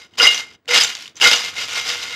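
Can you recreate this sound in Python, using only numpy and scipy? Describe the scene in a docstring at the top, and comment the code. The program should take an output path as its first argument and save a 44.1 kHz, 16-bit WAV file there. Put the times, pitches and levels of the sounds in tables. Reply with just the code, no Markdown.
"""Crisp fried chips are tossed three times in a steel bowl, then shaken gently, in a small kitchen.
Each landing is a shower of brief impacts, heard as dry clicks; chips that strike the wall excite the
bowl's normal modes. Low thumps lie under the three landings and a soft rumble under the shaking.
Hard walls add a short echo, and the room hums. An expander ducks the quiet moment while the chips
are in the air, and a limiter rounds off the peaks."""
import sys
import numpy as np
from scipy import signal
from scipy.fft import rfft, irfft, next_fast_len
from scipy.io import wavfile
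from scipy.ndimage import uniform_filter1d

SR = 44100
rng = np.random.default_rng(int(sys.argv[2]) if len(sys.argv) > 2 else 0)


def unload_audio(sound):
    """Save the sound as a 16-bit wav file, at the path given as the first command line argument."""
    columns = np.transpose(np.atleast_2d(sound))
    # keep every value between -1 and 1, then stretch to whole-number steps
    steps = np.round(np.clip(columns, -1, 1) * 32767)
    wavfile.write(sys.argv[1], SR, steps.astype(np.int16))


N = 94815

# How hard the chips rattle: three tosses, then shaking. Each row: time in seconds, level in dB.
RATTLE_ENVELOPE = [(0, -43), (.056, -52), (.072, -58.5), (.11, -61.5), (.14, -58), (.171, -60),
                   (.174, -39.5), (.188, -24), (.212, -22), (.228, -15), (.275, -18), (.296, -26),
                   (.315, -22.5), (.335, -25), (.354, -24), (.364, -28), (.4, -28), (.456, -48), (.55, -54),
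                   (.562, -76), (.674, -76), (.682, -29.5), (.7, -28), (.712, -20.5), (.726, -22),
                   (.744, -14), (.784, -13), (.796, -19), (.812, -15), (.85, -19), (.866, -28), (.895, -25),
                   (.946, -39), (.956, -33), (.976, -38), (1.025, -37), (1.082, -45), (1.11, -57),
                   (1.154, -63), (1.17, -42), (1.196, -44), (1.218, -18), (1.24, -13), (1.28, -13),
                   (1.303, -19), (1.335, -15), (1.366, -22), (1.43, -29), (1.45, -26), (1.49, -31),
                   (1.525, -40), (1.548, -37), (1.575, -29), (1.598, -26), (1.648, -27), (1.664, -36),
                   (1.7, -28), (1.75, -26), (1.774, -21.5), (1.834, -32.5), (1.892, -22), (1.958, -29),
                   (2.006, -33), (2.034, -27), (2.06, -33), (2.15, -32.5)]
# Single chips that snap against the pile. Each row: start in seconds, level in dB.
CHIP_SNAPS = [(.156, -44.5), (.182, -28), (0.1852, -14), (.3115, -18), (0.346, -18), (.3775, -21),
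              (.5505, -47), (.657, -42), (0.6864, -25), (.7135, -17), (.7445, -9), (.7595, -13.5),
              (.7725, -14), (.8285, -16.5), (.9517, -21), (0.9886, -30), (1.0226, -26), (1.0335, -33),
              (1.0575, -27.5), (1.0779, -30), (1.156, -44), (1.167, -39), (1.2, -25.5), (1.2106, -21),
              (1.2151, -15.5), (1.241, -10), (1.274, -7.5), (1.3145, -6), (1.4476, -25), (1.6836, -23.5),
              (1.7635, -24), (1.799, -23), (2.0298, -26)]
# Spectrum of a chip's click. Each row: frequency in Hz, level in dB.
CHIP_SPECTRUM = [(30, -49), (100, -24.5), (250, -17.5), (400, -19.5), (750, -10.5), (1300, -7), (2000, -3),
                 (3100, 3), (4300, -1.5), (5200, -2.5), (6600, -5), (8200, -13.5), (10000, -19.5),
                 (13000, -22.5), (15500, -33.5)]
# Normal modes of the bowl. Each row: frequency in Hz, level in dB, T60 in seconds before added damping.
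BOWL_MODES = [(486, -12.5, 0.2), (1251, -12.5, 0.25), (1435.4, -5.5, 0.14), (2020, -6, 0.16),
              (2061, -7.5, 0.15), (2116, -1, 0.15), (2843, -3, 0.16), (2930, -9, 0.12), (3077, -6, 0.043),
              (3184, -7, 0.059), (3755, -5.5, 0.14), (3880, -8.5, 0.13), (4890, -1, 0.077), (5075, -2, .06),
              (5942, -7, 0.11), (6370, -11, 0.086), (7275, -15.5, 0.07)]
# Hard blows on the wall. Each row: start in seconds, level in dB, frequency in Hz that the spot favours.
WALL_BLOWS = [(.1361, -42, 3050), (.1855, -18, 5000), (0.1997, -3.5, 2850), (.2055, -10.5, 1450),
              (.207, -17, 480), (.219, -9.5, 5000), (.233, -8, 5150), (.2445, -6, 1890), (.261, -8, 2100),
              (.2705, 0.5, 2820), (0.344, -17.5, 6100), (.679, -25, 2850), (.707, -13.5, 2100),
              (.733, -10.5, 2130), (.777, -8, 4850), (.802, -10, 4960), (.8095, -5, 5280),
              (.836, -9.5, 6970), (1.156, -39.5, 6100), (1.167, -29.5, 6800), (1.2134, -6, 2960),
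              (1.228, -12.5, 2090), (1.247, -6, 2150), (1.259, -8, 1440), (1.275, -10.5, 3780),
              (1.331, -9, 2850), (1.57, -23, 2160)]
# The part of the rattle that strikes bare steel. Each row: time in seconds, level in dB over the rattle.
STEEL_SHARE = [(0, -1.5), (.18, 1), (.22, 3), (.27, 0), (.33, -5.5), (.5, -0.5), (.7, 1.5), (.77, -4.5),
               (.81, -13.5), (.86, -9.5), (.92, -5.5), (1.05, -14), (1.17, -11), (1.22, -1.5), (1.27, -2),
               (1.42, -4.5), (1.58, -3), (1.65, -7), (1.77, -4.5), (1.86, -3.5), (2.15, -3)]
# Dull knock of the wall's many well-damped modes. Each row: frequency in Hz, level in dB.
KNOCK_SPECTRUM = [(40, -29.5), (150, -13), (350, -11), (520, -3.5), (800, 0.5), (1500, -2), (3000, -3),
                  (6000, -17.5), (12000, -43.5)]
# Three low thumps, then a soft rumble. Each row: centre in seconds, level in dB, half width in seconds.
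LOW_SWELLS = [(.25, -47, 0.026), (.82, -57, .04), (1.27, -60, 0.021), (1.85, -55, 0.4)]
# Spectrum of the thumps and rumble. Each row: frequency in Hz, level in dB.
RUMBLE_SPECTRUM = [(20, -18.5), (45, -14.5), (80, 1.5), (130, -0.5), (220, -9), (500, -23), (2000, -76)]
# Spectrum of the room's hum. Each row: frequency in Hz, level in dB.
HUM_SPECTRUM = [(25, -42.5), (45, -21), (80, -4), (130, -6.5), (300, -2.5), (600, -11), (2000, -16.5),
                (8000, -36), (15000, -53)]
# Reverberation of the kitchen. Each row: frequency in Hz, T60 in seconds.
KITCHEN_DECAY = [(200, 0.31), (2000, 0.28), (6000, 0.18), (14000, 0.21)]


def chip_clatter(rattle_db, offset_db=-1):
    """Impacts of chip on chip superpose into a clatter, with a few snaps standing out."""
    clatter = amp(rattle_db + offset_db) * contact_shower(rattle_db, per_s=3600)
    for (start, db), click in zip(CHIP_SNAPS, chip_clicks(len(CHIP_SNAPS))):
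        add(clatter, start, amp(db) * click)
    return coloured(clatter, CHIP_SPECTRUM)


def chip_clicks(count, crack_t60_s=0.0096, clink_t60_s=.016, clink_range_hz=(999, 7572)):
    """Each impact is a damped transient: a brittle crack and a clink at the chip's own pitch."""
    t = np.arange(512) / SR
    life_scatter = np.exp(0.44 * rng.standard_normal((count, 1)))
    crack = rng.standard_normal((count, len(t))) * decay(t, life_scatter * crack_t60_s)
    clink_hz = rng.uniform(*clink_range_hz, (count, 1))
    clink = np.sin(2 * np.pi * clink_hz * t) * decay(t, clink_t60_s)
    return crack + 0.48 * clink


def contact_shower(rattle_db, per_s, crowding=.25, spread_db=4.5, window=1300):
    """Contacts form a Poisson process, held at even power and denser as the rattle grows."""
    rate = per_s * amp(crowding * (rattle_db + 20))  # equals per_s at -20 dB
    onsets = np.flatnonzero(rng.random(N) < rate / SR)
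    strengths = amp(spread_db * rng.standard_normal(N))
    clicks = chip_clicks(len(onsets)) * strengths[onsets, None]
    positions = onsets[:, None] + np.arange(clicks.shape[1])
    shower = np.bincount(positions.ravel(), clicks.ravel(), N)[:N]
    power = uniform_filter1d(uniform_filter1d(shower ** 2, window), window)
    return shower / np.sqrt(np.abs(power) + 1e-6)


def wall_blows(spot_octaves=0.11, click_db=-16.5):
    """Modal excitation: a hard blow clicks, and the spot struck sets how strongly each mode rings."""
    ringing, clicking = np.zeros(N), np.zeros(N)
    mode_hz, mode_db, _ = np.transpose(BOWL_MODES)
    for (start, db, spot_hz), click in zip(WALL_BLOWS, chip_clicks(len(WALL_BLOWS))):
        weights = 1 / (1 + (np.log2(mode_hz / spot_hz) / spot_octaves) ** 2)
        weights /= np.linalg.norm(weights * amp(mode_db))
        weights *= rng.choice([-1, 1], len(mode_hz))
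        add(ringing, start, amp(db) * weights @ bowl_partials(t60_scale=0.87, detune=0.0023))
        add(clicking, start, amp(db + click_db) * click)
    return radiated(ringing) + coloured(clicking, CHIP_SPECTRUM)


def wall_rattle(rattle_db, pile_t60_scale=0.68, knock_db=-7):
    """Forced vibration: light contacts knock on the steel and drive modes damped by the sliding pile."""
    signs = (-1) ** np.arange(len(BOWL_MODES))
    response = signs @ bowl_partials(pile_t60_scale, detune=0)
    drive = amp(rattle_db + envelope(STEEL_SHARE)) * contact_shower(rattle_db, per_s=1200)
    return radiated(convolved(drive, response)) + amp(knock_db) * coloured(drive, KNOCK_SPECTRUM)


def bowl_partials(t60_scale, detune):
    """In free vibration, each normal mode of the bowl is an exponentially decaying sinusoid."""
    hz, db, t60 = np.transpose(BOWL_MODES)[:, :, None]
    t = np.arange(9000) / SR
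    hz = hz * (1 + detune * rng.standard_normal(hz.shape))
    return amp(db) * np.sin(2 * np.pi * hz * t) * decay(t, t60 * t60_scale)


def bowl_singing(start_s=.679, end_s=.733, db=-22.5, attack_s=.02, release_s=.007):
    """Resonance: the lowest mode swells as the pile slides in the second toss, until its fall damps it."""
    t = np.arange(N) / SR
    swell = 1 - np.exp(-np.maximum(t - start_s, 0) / attack_s)
    damping = np.exp(-np.maximum(t - end_s, 0) / release_s)
    return amp(db) * swell * damping * np.sin(2 * np.pi * BOWL_MODES[0][0] * t)


def radiated(vibration, cutoff_hz=525):
    """Radiation efficiency falls at low frequencies, so the open bowl gives off little bass."""
    return signal.sosfilt(signal.butter(2, cutoff_hz, "high", fs=SR, output="sos"), vibration)


def low_rumble():
    """Amplitude-modulated low noise thumps under the three landings and rumbles during the shaking."""
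    t = np.arange(N) / SR
    swell = sum(amp(db) * np.exp(-.5 * ((t - centre) / width) ** 2) for centre, db, width in LOW_SWELLS)
    return swell * noise(RUMBLE_SPECTRUM)


def kitchen_echo(direct, db=-10.5):
    """Reverberation: reflections from hard walls merge into a short tail, shorter in the treble."""
    hz, t, spectra = signal.stft(rng.standard_normal(SR // 2), SR, nperseg=256)
    fading = decay(t, at_frequency(KITCHEN_DECAY, hz)[:, None])
    _, tail = signal.istft(spectra * fading, SR, nperseg=256)
    return amp(db) * convolved(direct, tail)


def room_hum(db=-56):
    """Stationary noise, strongest in the bass, forms the hum of the room."""
    return amp(db) * noise(HUM_SPECTRUM)


def noise(spectrum):
    """Filtered Gaussian noise has the given spectrum and an rms of 1."""
    x = coloured(rng.standard_normal(N), spectrum)
    return x / np.sqrt(np.mean(x ** 2) + 1e-20)


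def coloured(x, spectrum, size=8192):
    """A minimum-phase filter imposes the spectrum causally."""
    gain = amp(at_frequency(spectrum, np.fft.rfftfreq(size, 1 / SR)))
    cepstrum = irfft(np.log(gain))
    cepstrum[1:size // 2] *= 2
    cepstrum[size // 2 + 1:] = 0
    return convolved(x, irfft(np.exp(rfft(cepstrum))))


def convolved(x, response):
    """Convolution applies an impulse response scaled to unit energy."""
    return signal.fftconvolve(x, response / np.linalg.norm(response))[:N]


def decay(t, t60):
    """Exponential decay loses 60 dB in the time T60."""
    return 1e-3 ** (t / t60)


def amp(db):
    """Amplitude grows tenfold per 20 dB."""
    return 10 ** (np.asarray(db) / 20)


def at_frequency(rows, hz):
    """Interpolation on a logarithmic frequency axis."""
    row_hz, values = np.transpose(rows)
    return np.interp(np.log(hz + 1), np.log(row_hz), values)


def envelope(rows):
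    """Linear interpolation in time, one value per sample."""
    return np.interp(np.arange(N) / SR, *np.transpose(rows))


def add(track, start_s, sound):
    """Superposition of a sound on a track."""
    i = max(0, round(start_s * SR))
    track[i:i + len(sound)] += sound[:N - i]


def scene():
    """The direct sound of chips and bowl superposes with its echo, the rumble and the hum."""
    background = low_rumble() + room_hum()
    rattle_db = envelope(RATTLE_ENVELOPE)
    direct = wall_blows() + chip_clatter(rattle_db) + wall_rattle(rattle_db) + bowl_singing()
    return (direct + kitchen_echo(direct) + background)[None]


def record(dry, threshold_db=-50.5, duck_slope=2.5, max_duck_db=18, ceiling=1.03, knee=8, top_hz=15600):
    """Downward expansion ducks quiet moments, saturation rounds the peaks, a low-pass cuts the top."""
    level_db = 10 * np.log10(np.abs(uniform_filter1d(dry ** 2, 900)) + 1e-12)
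    ducked = dry * amp(-np.clip(duck_slope * (threshold_db - level_db), 0, max_duck_db))
    rounded = ducked / (1 + np.abs(ducked / ceiling) ** knee) ** (1 / knee)
    size = next_fast_len(N + SR // 2)
    passband = np.fft.rfftfreq(size, 1 / SR) < top_hz
    return irfft(rfft(rounded, size) * passband, size)[..., :N]


dry = scene()
out = record(dry)
unload_audio(out)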